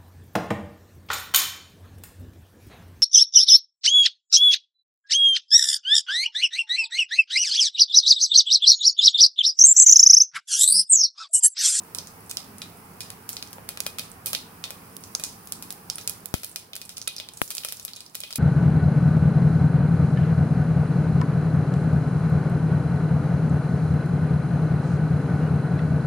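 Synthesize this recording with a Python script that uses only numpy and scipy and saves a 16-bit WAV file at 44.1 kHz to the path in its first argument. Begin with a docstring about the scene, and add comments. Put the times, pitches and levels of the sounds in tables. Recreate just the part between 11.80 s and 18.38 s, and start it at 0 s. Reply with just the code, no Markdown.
"""Mustard seeds pop in hot oil in a steel pot, over a low kitchen drone and a faint sizzle.
We listen just above the rim. Drone and sizzle are coloured noise, the drone with a wavering hum.
Each husk bursts with a tiny noisy crack that bounces between the walls; tiny steam bubbles click.
Some seeds knock on the steel and ring its modes as fading tones; one dull low bump is heard too.
Two specks of oil land on the microphone: a tick and a push of air that leaks away."""
import sys
import numpy as np
from scipy import signal
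from scipy.fft import rfft, irfft
from scipy.io import wavfile
from scipy.ndimage import uniform_filter1d

SR = 44100
rng = np.random.default_rng(int(sys.argv[2]) if len(sys.argv) > 2 else 0)


def dump(signal):
    """Clip the signal to [-1, 1] and save it as 16-bit WAV at the path in sys.argv[1]."""
    limited = np.clip(np.atleast_2d(signal).T, -1, 1)
    pcm = np.round(limited * 32767).astype(np.int16)
    wavfile.write(sys.argv[1], SR, pcm)


N = 290296  # length of the scene in samples
ONSET_S = 0.001  # silence ahead of each crack


def gain_of(db):
    """Turns decibels into amplitude."""
    return 10 ** (np.asarray(db) / 20)


def evened(x):
    """Scales to rms 1."""
    return x / np.sqrt(np.mean(x ** 2) + 1e-20)


def unit(x):
    """Scales each channel to energy 1."""
    return x / np.sqrt(np.sum(x ** 2, -1, keepdims=True) + 1e-20)


def read(points, hz):
    """Reads a curve between its points, on a log-frequency axis."""
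    point_hz, value = np.transpose(points)
    return np.interp(np.log(hz + 1), np.log(point_hz + 1), value)


def level(curve):
    """Gives the gain at every sample from rows of time (s) and level (dB)."""
    return gain_of(np.interp(np.arange(N) / SR, *np.transpose(curve)))


def panned(db):
    """Gives left and right gains of mean power 1; db is left minus right."""
    return evened(gain_of([[db / 2], [-db / 2]]))


def add(mix, s, sound):
    """Mixes a stereo sound in at time s."""
    part = mix[:, max(round(s * SR), 0):][:, :sound.shape[1]]
    part += sound[:, :part.shape[1]]


def convolve(a, b):
    """Convolves along time."""
    return signal.fftconvolve(np.atleast_2d(a), np.atleast_2d(b), axes=1)


def flattened(x, share=1.0):
    """Evens out the spectrum of a burst but keeps its ragged shape."""
    spectrum = rfft(x)
    return unit(irfft(spectrum / (abs(spectrum) + 1e-9) ** share))


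# How alike the two channels are in steady noise: pitch_hz, likeness (0 to 1, no unit)
LIKENESS = [(50, .96), (220, .94), (450, .6), (750, .3), (1200, 0), (15000, 0)]


def wash(colour, patchy_db, size=1024):
    """Stereo noise of a given colour, with drifting patches; the bass is alike in both channels."""
    hz = np.fft.rfftfreq(size, 1 / SR)
    a, b, c, d, patches = rng.standard_normal((4 * N // size + 5, len(hz), 5)).T
    # smooth the patches over frequency and time
    patches = uniform_filter1d(patches, size=8, axis=0)
    patches = evened(uniform_filter1d(patches, size=8, axis=1))
    same = np.clip(read(LIKENESS, hz), 0, 1)[:, None]
    left = a + 1j * b
    right = same * left + np.sqrt(1 - same ** 2) * (c + 1j * d)
    frames = np.array([left, right]) * gain_of(read(colour, hz)[:, None] + patchy_db * patches)
    noise = signal.istft(frames, nperseg=size, noverlap=size - size // 4)[1]
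    return evened(noise[:, :N])


# Colour of the kitchen drone: pitch_hz, relative_level_db (per Hz)
DRONE_COLOUR = [(20, -15), (60, -13), (100, 4), (135, -5.5), (175, 2.5), (300, -5.5), (430, -4.5),
                (580, -11), (800, -6), (1200, -7), (1700, -13), (2600, -17.5), (4000, -31.5), (8000, -27)]
# Loudness of the drone over time: time_s, level_db
DRONE_LEVEL = [(0, -48), (2, -47.5), (4.45, -48.5), (4.65, -55), (5.6, -54), (6.58, -57.5)]
# Steady tones in the drone: pitch_hz, level_db (compared with the drone's noise)
HUM_TONES = [(100, -14), (167, -14.5), (270, -20.5), (452, -21)]


def drone(pan_db=-2, waver_rad=0.71):
    """Low steady kitchen noise, plus a faint hum of tones whose phases wander at random."""
    t = np.arange(N) / SR
    knots = np.linspace(0, N / SR, num=70)
    out = wash(DRONE_COLOUR, patchy_db=1.5, size=2048)
    for hz, db in HUM_TONES:
        drift = np.interp(t, knots, np.cumsum(waver_rad * rng.standard_normal(len(knots))))
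        out += gain_of(db) * np.sqrt(2) * np.sin(2 * np.pi * hz * t + drift)
    return out * level(DRONE_LEVEL) * panned(pan_db)


# Colour of the oil's sizzle: pitch_hz, relative_level_db (per Hz)
SIZZLE_COLOUR = [(1000, -27), (2500, -8.5), (3700, -8.5), (5000, -1), (7000, -8), (10000, 2), (12500, -1.5),
                 (15700, 3)]
# Loudness of the sizzle over time: time_s, level_db
SIZZLE_LEVEL = [(0, -50.5), (1.1, -51), (2.4, -52.5), (3.2, -48.5), (4.4, -50.5), (4.85, -57), (5.5, -57),
                (5.8, -42.5), (6.25, -60.5), (6.58, -48)]


def sizzle():
    """The faint sizzle of the oil: bright noise that swells and sinks."""
    return wash(SIZZLE_COLOUR, patchy_db=0.0, size=512) * level(SIZZLE_LEVEL) * panned(db=-2.0)


# How the inside of the pot colours every crack: pitch_hz, level_db
POT_COLOUR = [(150, -29), (400, 1), (600, 8.5), (950, -4), (1320, 3.5), (1700, -1), (3000, 2), (5000, 3.5),
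              (7000, 0), (10400, 5.5), (12000, 2), (15500, 1)]


def crack(pitch_hz, octaves, skirt_db=-24, pocket_hz=5200, pocket_db=0, width=0.094, size=512):
    """The shortest causal pulse with a hump around its pitch and one resonance, coloured by the pot."""
    hz = abs(np.fft.fftfreq(size, 1 / SR))
    hump = np.exp(-(np.log2((hz + 1) / pitch_hz) / (1.84 * octaves)) ** 2)
    pocket = 1 + (gain_of(pocket_db) - 1) / (1 + ((hz / pocket_hz - 1) / width) ** 2)
    log_gain = np.log((hump + gain_of(skirt_db)) * pocket * gain_of(read(POT_COLOUR, hz)))
    # minimum phase packs the energy as early as this spectrum allows
    pulse = np.fft.ifft(np.exp(np.conj(signal.hilbert(log_gain)))).real
    return unit(pulse[:size // 2])


# How long the slower echoes take to fade by 60 dB: pitch_hz, fade_s
ECHO_FADE = [(300, 0.26), (1300, 0.14), (2600, 0.38), (5000, 0.33), (8000, 0.3), (15000, 0.26)]


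def echoes(grain_db=2, quick_db=-1, quick_s=0.035, count=23, size=13000):
    """Stereo tails from different spots in the pot: quick bounces and a slower decay by band."""
    noise = rng.standard_normal((count, 2, size))
    hz, t, frames = signal.stft(noise, SR, nperseg=128)
    slow = gain_of(-60 * t / read(ECHO_FADE, hz)[:, None])
    quick = gain_of(quick_db - 60 * t / quick_s)
    grain = gain_of(grain_db * rng.standard_normal((count, 1, 1, len(t))))
    tails = signal.istft(frames * (slow + quick) * grain, SR, nperseg=128)[1]
    return unit(tails[..., :size])


def bubbles(tails, per_s=90, bubbles_db=-62, spread_db=11.0, echo_db=-2, count=8):
    """Tiny bubbles of steam burst at random, each size with its own pitch."""
    out = np.zeros((2, N))
    for pitch_hz, tail in zip(np.geomspace(7000, 14000, count), tails):
        bursts = rng.random(N) < per_s / count / SR
        clicks = bursts * gain_of(spread_db * np.minimum(rng.exponential(1, N), 3))
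        shape = gain_of(echo_db) * tail
        add(shape, 0, panned(rng.normal(-22, 3)))  # the direct click, at the head of its echo
        sound = convolve(shape, crack(pitch_hz, octaves=0.23))
        out += signal.oaconvolve(clicks[None], sound, axes=1)[:, :N]
    return gain_of(bubbles_db) * evened(out)


def pop(tail, energy_db, pitch_hz, octaves, skirt_db, pocket_hz, pocket_db, pan_db, echo_db,
        tear_s=0.00019, bounce_db=-8, bounce_s=0.0026, crosstalk=0.74, pocket_share=0.68, size=512):
    """A husk tears in a fraction of a millisecond; the walls scatter the crack and hold on to it."""
    t = np.maximum(np.arange(size) / SR - ONSET_S, 0)
    rise = 1 - np.exp(-t / tear_s)
    tear = unit(rng.standard_normal((2, size)) * rise * np.exp(-t / tear_s))
    tear = flattened(tear + crosstalk * tear[::-1])
    bounces = unit(rng.standard_normal((2, size)) * rise * np.exp(-t / bounce_s))
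    pulse = crack(pitch_hz, octaves, skirt_db, pocket_hz, pocket_db)
    near = unit(convolve(tear, pulse)) + gain_of(bounce_db) * unit(convolve(bounces, pulse))
    near = unit(near)
    # the crack reaches the right port a few samples later, by a delay drawn at random for each pop
    near[1] = np.roll(near[1], rng.integers(2, 9))
    # the echo gathers sound from all directions, so the resonance stands out less in it
    diffuse = crack(pitch_hz, octaves, skirt_db, pocket_hz, pocket_share * pocket_db)
    echo = gain_of(echo_db) * panned(0.59 * pan_db) * unit(convolve(tail, diffuse))
    sound = np.zeros((2, tail.shape[1]))
    add(sound, 0, near * panned(pan_db))
    add(sound, ONSET_S + tear_s, echo)
    return gain_of(energy_db) * sound


# Ways the steel pot can ring: pitch_hz, level_db, fade_s (time to fade by 60 dB)
POT_MODES = [(575, -12, 0.025), (1320, -5, 0.046), (2007, -16, 0.09), (2463, -4, 0.14),
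             (3181, -12.5, 0.085), (3630, -18, 0.2), (3910, -15, 0.13), (4230, -17, 0.12), (4800, -21, .15),
             (5135, -17, 0.16), (5460, -18, .12), (6130, -22, .12)]


def ring(scatter_db, size=13000):
    """The modes of the pot, of other strength for every spot struck and at each channel."""
    hz, db, fade_s = np.transpose(POT_MODES)[:, :, None]
    t = np.arange(size) / SR
    weight = gain_of(scatter_db * rng.standard_normal((2, len(POT_MODES))))
    turn = np.exp(2j * np.pi * rng.random(weight.shape))
    tones = gain_of(db - 60 * t / fade_s) * np.exp(2j * np.pi * hz * t)
    return ((weight * turn) @ tones).imag


# Small seeds burst more often as the oil heats: time_s, relative_rate (no unit)
SMALL_RATE = [(0, .6), (4.6, 1), (5.2, 4), (6.58, 5)]
# Middle of their energies, left minus right, and echo compared with the crack
SMALL_DB, SMALL_PAN_DB, SMALL_ECHO_DB = -18.5, -4.5, 0.5
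SMALL_LOW_HZ, SMALL_HIGH_HZ = 3470, 9900  # range of their pitch


def small_seeds(spread_db=3, octaves=0.39, count=24):
    """Draws the faint random bursts, each with the same columns as a loud seed."""
    due = np.cumsum(np.interp(np.arange(N) / SR, *np.transpose(SMALL_RATE)))
    when, strength, size = rng.random((count, 3)).T
    # one burst in each equal share of the summed rate
    times = np.searchsorted(due / due[-1], (np.arange(count) + when) / count) / SR
    energies = SMALL_DB + spread_db * (2 * strength - 1)
    pitches = SMALL_LOW_HZ * (SMALL_HIGH_HZ / SMALL_LOW_HZ) ** size
    return [(s, db, hz, octaves, SMALL_PAN_DB, SMALL_ECHO_DB)
            for s, db, hz in zip(times, energies, pitches)]


# Loud seeds, one a row: start_s, energy_db (of the crack), pitch_hz,
# breadth_octaves (relative, crack() widens it), left_minus_right_db, echo_db (compared with the crack)
LOUD_SEEDS = [(0.1488,-2.5,8850,0.87,-9.5,-4), (0.1863,-2,5500,0.39,-3,-5), (0.4964,-16,7800,0.43,-10,9),
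              (0.5129,-4.5,6100,0.99,-1,-7), (0.571,0,5060,0.59,-5,-4.5), (0.7835,-18,8580,0.6,-1,-1),
              (0.8187,-9,3740,0.67,-0.5,1), (1.2065,-8.5,5100,0.71,-3.5,3), (1.3035,-9,7300,1.7,-2,-5),
              (1.4915,-3,13390,1.1,-3,0.5), (1.5306,-11.5,7000,0.3,-2,-1.5), (1.568,-7,4500,0.47,-1,-2.5),
              (1.6263,-6.5,4530,0.75,-2,-5), (1.7306,-12,10700,1.5,0,-6), (1.8904,-3,8000,4,0,-3.5),
              (1.9739,-9,2350,1.14,-1,-6), (2.0043,2,6700,0.72,-6.5,-7.5), (2.0656,1,7500,3,0,-4.5),
              (2.1858,-6.5,4250,1.6,-2,4), (2.195,-3.5,4530,0.77,-4,-5), (2.3172,-17.5,8560,0.36,-10,-5),
              (2.4601,-1.5,14000,0.9,-7,3.5), (2.4686,-6,9600,1.26,0,5), (2.5321,1,3100,1.8,-2,-2),
              (2.5499,2.5,3950,0.56,-2.5,-3.5), (2.8402,-3.5,3800,0.62,-1.5,-1),
              (2.9062,-7.5,8230,5.5,-1,-3), (3.167,-9,10900,1.1,-10,-17), (3.3509,4,6200,0.35,-2.5,-9.5),
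              (3.3978,-9.5,4500,3.9,-6,0.5), (3.4381,-0.5,6350,0.49,-3.5,0), (3.6734,-14.5,11730,1.2,2,-3),
              (3.7228,-0.5,8050,0.79,-3,-5.5), (3.8251,-9.5,11000,1.4,-1,0), (3.9058,-5.5,11220,1.07,-3,-3),
              (3.9256,-9.5,14000,1,-4,-21), (4.1003,1.5,5440,0.52,-5.5,-6.5), (4.1572,-7,9650,0.22,-6,-7),
              (4.1833,-8.5,3920,1.4,-3,-0.5), (4.2761,1.9,6900,0.67,-3,-3.5), (4.2964,-0.5,12000,0.9,-7,-6),
              (4.458,-3.5,13000,0.89,-12,-9.5), (4.5411,0.5,5050,2.8,1,-3), (4.6337,-10.5,9400,1.9,2,3.5),
              (4.6457,-4.5,14000,0.91,-8,-4.5), (4.7602,-3,5350,0.95,-1.5,-2.5),
              (4.9335,-10.5,3470,0.43,-3,-3), (4.9546,-8.5,13500,1.5,-4,-2), (4.9648,-8,7000,1.4,-1,-6.5),
              (5.0159,-11.5,4840,0.96,-1,-0.5), (5.0932,-14.5,6100,1,-1,4.5), (5.1716,-12.5,5270,0.57,-4,2),
              (5.1815,-7.5,9400,0.6,-2,-15), (5.2164,-8.5,5700,0.37,-3,-7), (5.2755,-3.5,3800,0.47,-2,0.5),
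              (5.2785,1.5,9800,0.41,-7.5,-13), (5.3652,-9.5,5600,0.47,-2,-2.5), (5.3829,-9,4900,0.16,-2,-5),
              (5.4003,-6.5,3440,0.37,0,-2), (5.4883,-12,3770,0.58,-2,-5.5), (5.5751,-19,6500,0.62,-4,0),
              (5.6171,-4.5,11500,0.78,-2,1.5), (5.7056,-3.5,8950,1.3,1,-6), (5.7122,-9.5,6900,1.2,0,4),
              (5.7515,-6,9400,0.84,-4,0), (5.7695,-8,7300,1,-3,-6), (5.7817,-3,5200,0.68,-5,-7),
              (5.8358,-14,3000,0.58,0,2), (5.849,-0.5,11500,2.6,-3,-2.5), (5.8864,-9.5,5460,0.85,2,3),
              (5.9238,-4,12740,1.64,-5,-3.5), (5.9979,-12.5,5800,0.68,1,-4), (6.0509,-2.5,12600,0.97,3,-7),
              (6.0805,-16,3740,0.76,-1,5), (6.1348,-11.5,4500,0.23,-2,-4), (6.167,-17.5,3800,0.38,-4,3),
              (6.2059,-15,4450,0.5,1,-1.5), (6.2637,-19.5,5170,0.24,-6,-3), (6.3471,-19,7000,1.3,-9,7.5),
              (6.3529,-4,7000,1.16,2.5,-4), (6.4044,-7,8300,0.53,-4,-5), (6.4365,-7,3280,0.44,-1,-0.5),
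              (6.5067,-15.5,3770,0.93,0,4.5), (6.5277,-7,5020,0.35,0,-11), (6.535,-13,4200,0.7,2,-17),
              (6.5582,-0.5,11500,1.1,-2.5,0.5)]
SKIRT_DB = -12  # broadband share of every seed's crack
# The steam pocket rings at the pitch of the crack, less as the crack gets broader:
POCKET_DB, POCKET_LOSS_DB = 9, 5  # height in dB, loss in dB per octave of breadth


def seeds(tails, ring_db=-9, lead_s=0.0003):
    """Every burst seed, loud or small, with a little ring of steel in its echo."""
    out = np.zeros((2, N))
    rung = [tail + gain_of(ring_db) * unit(ring(scatter_db=6.5)) for tail in tails]
    every_seed = list(LOUD_SEEDS) + small_seeds()
    for k, (s, energy_db, hz, octaves, pan_db, echo_db) in enumerate(every_seed):
        pocket_db = max(POCKET_DB - POCKET_LOSS_DB * octaves, 0)
        tail = rung[k % len(rung)]
        burst = pop(tail, energy_db, hz, octaves, SKIRT_DB, hz, pocket_db, pan_db, echo_db)
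        add(out, s - ONSET_S - lead_s, burst)
    return out


# A single soft, low bump: start_s, energy_db, pitch_hz
SOFT_BUMP = (1.783, -16.5, 720)


def bump(tail, octaves=0.82, skirt_db=-45, echo_db=-2):
    """A dull low bump, made like a pop but low and without the pocket."""
    s, energy_db, hz = SOFT_BUMP
    out = np.zeros((2, N))
    sound = pop(tail, energy_db, hz, octaves, skirt_db, hz, pocket_db=0, pan_db=0, echo_db=echo_db)
    add(out, s - ONSET_S, sound)
    return out


# Seeds that knock on the wall: start_s, level_db (the base for both ring and tick)
WALL_KNOCKS = [(1.8875, -47), (2.0632, -39), (2.1842, -49), (2.5316, -43), (4.7603, -51), (5.2755, -34)]


def knocks(tick_db=17, tick_hz=3200, wall_hz=2460, wall_q=4, wall_db=2.5):
    """A flung seed hits the wall: a dull tick, and the steel sings on, most of all in its main mode."""
    out = np.zeros((2, N))
    for s, db in WALL_KNOCKS:
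        left = ring(scatter_db=2.5)[0]
        # the ring reaches the right port a few samples later
        steel = np.array([left, np.roll(left, 4)])
        wall = signal.lfilter(*signal.iirpeak(wall_hz, wall_q, fs=SR), steel)
        add(out, s, gain_of(db) * (steel + gain_of(wall_db) * wall))
        add(out, s, gain_of(db + tick_db) * panned(0) * crack(tick_hz, octaves=0.95))
    return out


# Oil specks landing on the microphone, before filtering: start_s, tick_db, left_push and right_push
# (amplitude, no unit), relax_s (time for the push to fall to about a third)
OIL_SPECKS = [(4.5409, -12, 0.6, .01, 0.002), (5.6172, -1, -0.48, 0.29, 0.0011)]


def specks(leak_hz=75, tick_s=0.00027, soft_hz=6000, size=2000):
    """A speck ticks on the left port and pushes on the air in both; pressure leaks and swings back."""
    out = np.zeros((2, N))
    t = np.arange(size) / SR
    for s, tick_db, left, right, relax_s in OIL_SPECKS:
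        tick = np.sin(np.pi * np.minimum(t / tick_s, 1))
        add(out, s - tick_s, gain_of(tick_db) * np.array([[1], [0]]) * tick)
        add(out, s, np.array([[left], [right]]) * np.exp(-t / relax_s))
    soften = signal.butter(1, soft_hz, fs=SR, output="sos")
    leak = signal.butter(2, leak_hz, "highpass", fs=SR, output="sos")
    return signal.sosfilt(leak, signal.sosfilt(soften, out) + 1e-18)


def scene():
    """The drone and the sizzle, with bubbles, pops, a bump, knocks and specks over them."""
    tails = echoes()
    background = drone() + sizzle() + bubbles(tails)
    return background + seeds(tails) + bump(tails[0]) + knocks() + specks()


EDGE_HZ = 15900  # upper band limit


def record(dry):
    """The recorder's band limit: a low-pass filter removes the highest treble."""
    low_pass = signal.firwin(255, EDGE_HZ, window=("kaiser", 9), fs=SR)
    return signal.oaconvolve(dry, low_pass[None], "same")


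dry = scene()
out = record(dry)
dump(out)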